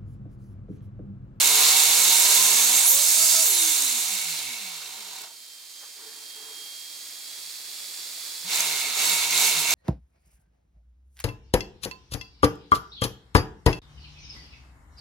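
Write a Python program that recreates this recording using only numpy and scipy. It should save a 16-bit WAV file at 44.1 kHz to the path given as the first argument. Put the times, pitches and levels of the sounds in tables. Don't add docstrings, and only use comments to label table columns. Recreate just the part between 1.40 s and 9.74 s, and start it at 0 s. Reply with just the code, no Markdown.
import sys
import numpy as np
from scipy import signal
from scipy.fft import rfft, irfft, next_fast_len
from scipy.io import wavfile
from scipy.ndimage import map_coordinates

SR = 44100
rng = np.random.default_rng(int(sys.argv[2]) if len(sys.argv) > 2 else 0)


def linear_from_db(decibels):
    return 10 ** (np.asarray(decibels, float) / 20)


def to_wav(s):
    ch = np.atleast_2d(s).T
    pcm = np.round(np.clip(ch, -1, 1) * 32767)
    wavfile.write(sys.argv[1], SR, pcm.astype(np.int16))


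N = 367794

# opens [s], top speed reached [s], closes [s], top shaft speed [Hz], tooth noise [dB].
THROTTLE_BLIPS = [
    (7.045, 7.195, 7.18, 180.6, -24.5),
    (7.549, 7.669, 7.74, 183.8, -24.5),
    (7.9, 8.02, 8.072, 203, -22),
    (8.27, 8.425, 8.4, 185, -22.5),
]
# centre [Hz], width [Hz], level [dB].
LOW_MODES = [(200, 170, -16.5), (337, 35, -7), (425.4, 27, -2), (677, 43, -1.5), (758.7, 11.3, 7),
             (929, 39.6, 6), (1027, 57, 2), (1367, 420, -2)]


def unit(x):
    return x / np.sqrt(np.mean(x ** 2) + 1e-20)


def along(points, hz):
    f, v = np.transpose(points)
    return np.interp(np.log(hz + 1), np.log(f + 1), v)


def curves(rows):
    s, *cols = np.transpose(rows)
    return [np.interp(np.arange(N) / SR, s, c) for c in cols]


def wobble(rate):
    knots = rng.standard_normal(int(N * rate / SR) + 4)
    fine = map_coordinates(knots, [np.arange(8 * len(knots)) / 8])
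    return np.interp(np.arange(N) * rate / SR * 8, np.arange(len(fine)), fine)


def filtered(x, response):
    m = next_fast_len(N + SR // 2)
    return irfft(rfft(x, m) * response(np.fft.rfftfreq(m, 1 / SR)), m)[..., :N]


def modes(table):
    def response(f):
        total = 0
        for k, (centre, width, db) in enumerate(table):
            drag = 1j * f * width
            total = total + (-1) ** k * linear_from_db(db) * drag / (centre * centre - f * f + drag)
        return total
    return response


def stirred(response):
    return unit(filtered(rng.standard_normal((2, N)), response))


def spread(pair):
    # frequency [Hz], left-right likeness [0-1].
    likeness = [(60, 0.73), (125, 0.99), (300, 1), (700, 0.74), (1500, 0.56), (3000, 0.41), (6000, 0.62),
                (10000, 0.26), (15000, 0.39)]
    turn = lambda hz: np.arccos(np.clip(along(likeness, hz), -1, 1)) / 2
    mid, side = filtered(pair, lambda hz: np.array([np.cos(turn(hz)), np.sin(turn(hz))]))
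    return np.array([mid + side, mid - side])


def fan():
    # frequency [Hz], level [dB per Hz].
    air_spectrum = [(35, -64), (60, -32), (218, -28.5), (296, -22), (410, -23), (1490, -20), (2220, -13.5),
                    (3080, -15.5), (3310, -11), (4490, -4), (6230, -13), (7010, -8.5), (12000, -15.5),
                    (13800, -12.5), (16300, -21.5)]
    # time [s], blade tone [Hz].
    blade_pitch = [(0, 3150), (3.8, 3165), (4.4, 3180), (4.87, 3226), (5.55, 3250), (6.4, 3378),
                   (8.34, 3380)]
    song_levels = [-16, -25.5, -25.5]
    # centre [s], half length [s], lift [dB].
    cupped = [
        [(5.17, .42, 7)],
        [(4.45, .2, 11), (5.7, .12, 6)],
        [(4.95, .42, 7)],
    ]
    t, blip_s = np.arange(N) / SR, THROTTLE_BLIPS[0][0]

    creep_db = 3 * (np.minimum(t, blip_s) - 3.8) * np.where(t < 3.8, .3, 1)
    duck_db, duck_s = 9, .25
    hiss_db = -45.5 + creep_db - duck_db * np.clip((t - blip_s) / duck_s, 0, 1)
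    air = linear_from_db(0.83 * wobble(700) + 0.34 * wobble(8)) * rng.standard_normal((2, N))
    hiss = linear_from_db(hiss_db) * unit(filtered(air, lambda hz: linear_from_db(along(air_spectrum, hz))))

    blade_hz, = curves(blade_pitch)
    blade_turns = np.cumsum(blade_hz * (1 + 0.00086 * wobble(30))) / SR
    song = 0
    for k, (db, lifts) in enumerate(zip(song_levels, cupped), 1):
        hand_db = sum(lift_db * np.exp(-((t - s) / half_s) ** 4) for s, half_s, lift_db in lifts)
        line_db = hiss_db - 0.23 * creep_db + db + hand_db
        line = np.sin(2 * np.pi * (k * blade_turns + rng.random((2, 1)))) * [[1.25], [.3]]
        song = song + linear_from_db(line_db + 5 + 1.8 * wobble(7.7)) * line
    return spread(hiss + song)


def finger():
    # start [s], length [s], level [dB].
    rubs = [
        (4.561, 0.4, -54.5),
        (4.942, 0.42, -54.5),
        (6.28, .06, -62),
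    ]
    # centre [Hz], width [Hz], level [dB].
    rub_modes = [(333, 72, -9), (439, 18, 1.5), (845, 250, -9.5), (1700, 720, -11)]
    t = np.arange(N) / SR
    stroke = sum(linear_from_db(db) * np.sin(np.pi * np.clip((t - s) / length, 0, 1) ** 0.46) for s, length, db in rubs)
    contact = linear_from_db(-51 - 60 * np.abs(t - 4.44) / 0.16)
    touch = contact * stirred(modes([(520, 120, -8), (1100, 390, -6), (1810, 440, -7)]))
    return spread(touch + stroke * stirred(modes(rub_modes)))


def chatter(count):
    until_s = 1.4
    when, size = rng.random(count), rng.uniform(-1, 1, (count, 2))
    start_s = (np.arange(count) + when) / count * until_s
    return list(zip(start_s, -13.5 + 5 * size[:, 0], -20 + 4 * size[:, 1]))


def slack():
    # time [s], peak level [dB], dull part [dB].
    ticks = [(3.7374, -41, -4), (3.7634, -48, -1), (3.7868, -38, -3), (3.8167, -31, -10), (7.1155, -30, -3),
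             (7.1585, -21, -4), (7.205, -12, -6.5), (7.5535, -29, -1), (7.6011, -27, -9), (7.6547, -20, -4),
             (7.6955, -11, -17), (7.7899, -29, -7), (7.9079, -17, -8), (7.9526, -28, -5), (7.976, -19, -2),
             (8.0059, -21, -7), (8.0513, -26, -12), (8.307, -12.5, -9)]
    out, t = np.zeros((2, N + SR)), np.arange(SR // 50) / SR
    for s, db, dull_db in chatter(count=26) + list(ticks):
        ring_hz = 12000 * (1 + rng.normal(0, 0.036, (2, 1)))
        dull_hz = 6800 * (1 + rng.normal(0, 0.11, (2, 1)))
        ring = linear_from_db(-60 * t / 0.0089) * np.sin(2 * np.pi * ring_hz * t)
        dull = linear_from_db(dull_db + 7.5 - 60 * t / 0.012) * np.sin(2 * np.pi * dull_hz * t)
        onset = 1 - np.exp(-t / 0.00047)
        out[:, round(s * SR):][:, :len(t)] += linear_from_db(db + 4.5) * onset * (ring + dull)
    return spread(out[:, :N])


def throttle():
    # time [s], shaft speed [Hz], tooth noise [dB].
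    long_run = [(0, 134, -20), (.2, 148, -19.5), (.5, 160, -19.5), (.86, 198, -19), (1.15, 210, -19.5),
                (1.42, 272, -19.5), (1.55, 551, -19.5), (1.68, 632, -19.5), (1.78, 654, -19),
                (2.022, 657, -19), (2.075, 480, -20.5), (2.13, 368, -21), (2.27, 316, -21.3),
                (2.8, 185, -30), (3.26, 94, -40), (3.52, 62, -44), (3.835, 33, -45), (4, 20, -75)]
    start_hz, start_db, swell_s = 84.2, -58, 0.046
    hold_s, settle_hz, settle_s = .055, 100, .19
    sag_db, sag_s = 8.5, 0.13
    t = np.arange(N) / SR
    speed, noise_db = curves(long_run)
    for opens, top_s, closes, top_hz, db in THROTTLE_BLIPS:
        now, since = t >= opens, np.clip(t - opens, 0, None)
        from_hz, from_db = max(speed[now][0], start_hz), max(noise_db[now][0], start_db)
        rise = np.clip(since / (top_s - opens), 0, 1) ** 1.4
        sink = 1 - np.exp(-np.clip(t - top_s - hold_s, 0, None) / settle_s)
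        sag = 1 - np.exp(-np.clip(t - closes, 0, None) / sag_s)
        blip_hz = from_hz + (top_hz - from_hz) * rise - (top_hz - settle_hz) * sink
        blip_db = db + (from_db - db) * np.exp(-since / swell_s) - sag_db * sag
        speed = np.where(now, blip_hz, speed)
        noise_db = np.where(now, blip_db, noise_db)
    return speed, noise_db, t >= THROTTLE_BLIPS[0][0]


def layer_db(law, span_hz, speed, noise_db, blips):
    base_db, follows, per_octave_db, lowest_db, lift_db = law
    octaves = np.log2(np.clip(speed, *span_hz) / 200)
    level_db = base_db + follows * (noise_db + 20) + per_octave_db * octaves
    stands = np.clip((-46 - noise_db) / 29, 0, 1)
    return np.maximum(level_db + lift_db * blips, lowest_db) - 35 * stands ** 2


def rattle(turns, body, once, grit_db):
    strength = linear_from_db(once * np.cos(2 * np.pi * turns) + grit_db * wobble(900) + 0.6 * wobble(25))
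    return unit(filtered(strength * rng.standard_normal((2, N)), modes(body)))


def gear_teeth(turns, speed, tooth_db, blips, pull):
    # centre [Hz], width [Hz], level [dB].
    shell_modes = [(2129, 89, -2), (2250, 59, 1.5), (2385, 110, -4), (2510, 180, -7), (2700, 59, -1)]
    case_modes = [(2630, 42, -4), (2990, 1470, -8.5), (3554, 72, 2.5), (3763, 30, 4), (3890, 106, 0.5),
                  (4178, 126, -1.5), (4470, 74, 2.5), (5140, 1630, -8)]
    gear_modes = [(5700, 31, 1), (6140, 330, -7), (6364, 53, 4.5), (6574, 100, 0.5), (6900, 300, 0),
                  (7174, 124, 2.5), (7335, 173, 4), (7640, 1000, -3.5), (8900, 320, 2.5), (9820, 4800, -6),
                  (12830, 700, -1), (13270, 750, -5), (14500, 1150, -6.5), (15600, 900, -11.5)]
    state = (139, 416), speed, tooth_db, blips
    rumble_db = layer_db((-38.5, 0.93, -4, -51, 5.5), *state)
    rasp_db = layer_db((-36, 0.87, -5, -70, 7.5), *state)
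    clatter_db = layer_db((-24, 0.81, -4, -70, 1.8), *state)
    rasp_db = rasp_db + 6.5 * (pull == 0) * np.exp(-(np.log2(speed / 112) / 0.71) ** 2)
    noise = linear_from_db(rumble_db) * rattle(turns, LOW_MODES, once=3.7, grit_db=0.5)
    noise += linear_from_db(rasp_db) * rattle(turns, shell_modes, once=1.3, grit_db=1.0)
    noise += linear_from_db(clatter_db) * rattle(turns, case_modes, once=0.82, grit_db=1.5)
    noise += linear_from_db(tooth_db) * rattle(turns, gear_modes, once=1.6, grit_db=1.5)
    return noise


def mesh_whistle(turns, speed, tooth_db, pull):
    mesh = np.array([wobble(2200), wobble(2200)]) * np.cos(2 * np.pi * 28 * turns)
    mesh = unit(filtered(mesh, modes([(12400, 4100, 0)]))) * (speed < 560)
    return linear_from_db(tooth_db - 11.5 + 1.3 * wobble(30.2)) * mesh * (0.54 + 0.41 * pull)


def tone(turns, order, db):
    line = np.sin(2 * np.pi * (order * turns + rng.random((2, 1))))
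    return linear_from_db(db + 1.85 * wobble(22)) * line * [[1], [.6]]


def stack(turns, levels, order):
    return sum(tone(turns, k, db) for k, db in enumerate(levels, order))


def shaft_whine(turns, speed, pull):
    growl_levels = [2, 2.5, -3.5, 0, -5, 1, 4]
    whine_levels = [-14, -20, -9, 0, 1, -2, -4, 0, -8, -2, -5, -9, -7]
    coast_levels = [-6, -14, -14, -10, 2, -12, -12, -6, 4, -10]
    # frequency [Hz], level [dB].
    growl_path = [(250, -13), (430, -9.5), (700, -8), (1000, -1), (1400, -6), (2000, -4)]
    path = lambda hz: linear_from_db(along(growl_path, hz)) * (0.54 + 0.7 * modes(LOW_MODES)(hz))
    fast = np.clip((speed - 470) / 80, 0, 1)
    growl = filtered(pull * (1 - fast) * stack(turns, growl_levels, order=2), path)
    whine = linear_from_db(6.5) * (speed / speed.max()) ** 3 * pull * fast * stack(turns, whine_levels, order=4)
    case_and_shell = modes([(2200, 160, -7), (3850, 370, 0.0)])
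    coast = linear_from_db(11.5) * filtered((1 - pull) * stack(turns, coast_levels, order=7), case_and_shell)
    return growl + whine + coast


def unbalance_hum(turns, speed, pull):
    hum = tone(turns, order=1, db=2)
    hum = hum + tone(turns, order=.348, db=-13) * pull
    hum = hum + tone(turns, order=4, db=-11) * (speed < 66)
    return hum + tone(turns, order=2, db=-3.5) * ((speed < 160) | (speed > 500))


def motor():
    # time [s], pull on the motor [0-1].
    pull_rows = [(0, 1), (2.02, 1), (2.06, 0), (7, 0), (7.1, .3), (8.34, .3)]
    speed, tooth_db, blips = throttle()
    pull, = curves(pull_rows)
    turns = np.cumsum(speed * (1 + 0.00176 * wobble(40))) / SR
    noise = gear_teeth(turns, speed, tooth_db, blips, pull) + mesh_whistle(turns, speed, tooth_db, pull)

    state = (152, 700), speed, tooth_db, blips
    whine_db = layer_db((-39.5, 2.1, 0.4, -59, 3), *state)
    hum_db = layer_db((-58, -0.1, 7.5, -61.5, 4.5), *state)
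    whine = linear_from_db(whine_db) * shaft_whine(turns, speed, pull)
    hum = linear_from_db(hum_db + 4.3 * wobble(16)) * unbalance_hum(turns, speed, pull)
    hum = filtered(hum, lambda hz: 1 / (1 + (138 / (hz + 1)) ** 16))
    shake = linear_from_db(tooth_db - 48 + 3.5 * wobble(10.9)) * stirred(lambda hz: 1 / (1 + (hz / 45) ** 3))
    return spread(noise + whine + shake + hum)


def scene():
    return fan() + finger() + slack() + motor()


def band_limit(x):
    return signal.sosfilt(signal.butter(12, 16680, fs=SR, output="sos"), x)


def record(dry):
    # frequency [Hz], left minus right [dB].
    lean = [(60, 0.0), (110, 0.0), (200, -0.2), (380, 0), (700, -1.5), (1290, -1), (2380, -3), (4400, -2.0),
            (8120, -6.5), (15000, -1)]
    # frequency [Hz], phase by which left leads [radians].
    lead = [(0, -3.7), (2070, -0.25), (4130, -0.6), (4390, 0.4), (6030, 0.3), (6370, 0.5), (6630, 0.27),
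            (7410, 0.43), (7670, 1.3), (9560, 0.35), (12300, -0.9), (13800, -3.3), (14500, 0.3),
            (16300, -0.4)]
    half = np.array([[.5], [-.5]])

    def microphones(hz):
        level = linear_from_db(along(lean, hz) * half)
        phase = along(lead[1:], hz) * np.clip(hz / 2000, 0, 1) * half
        band = (hz < 15900) / (1 + (60 / (hz + 1)) ** 3.3)
        return level * np.exp(1j * phase) * band

    return band_limit(filtered(dry, microphones))


dry = scene()
out = record(dry)
to_wav(out)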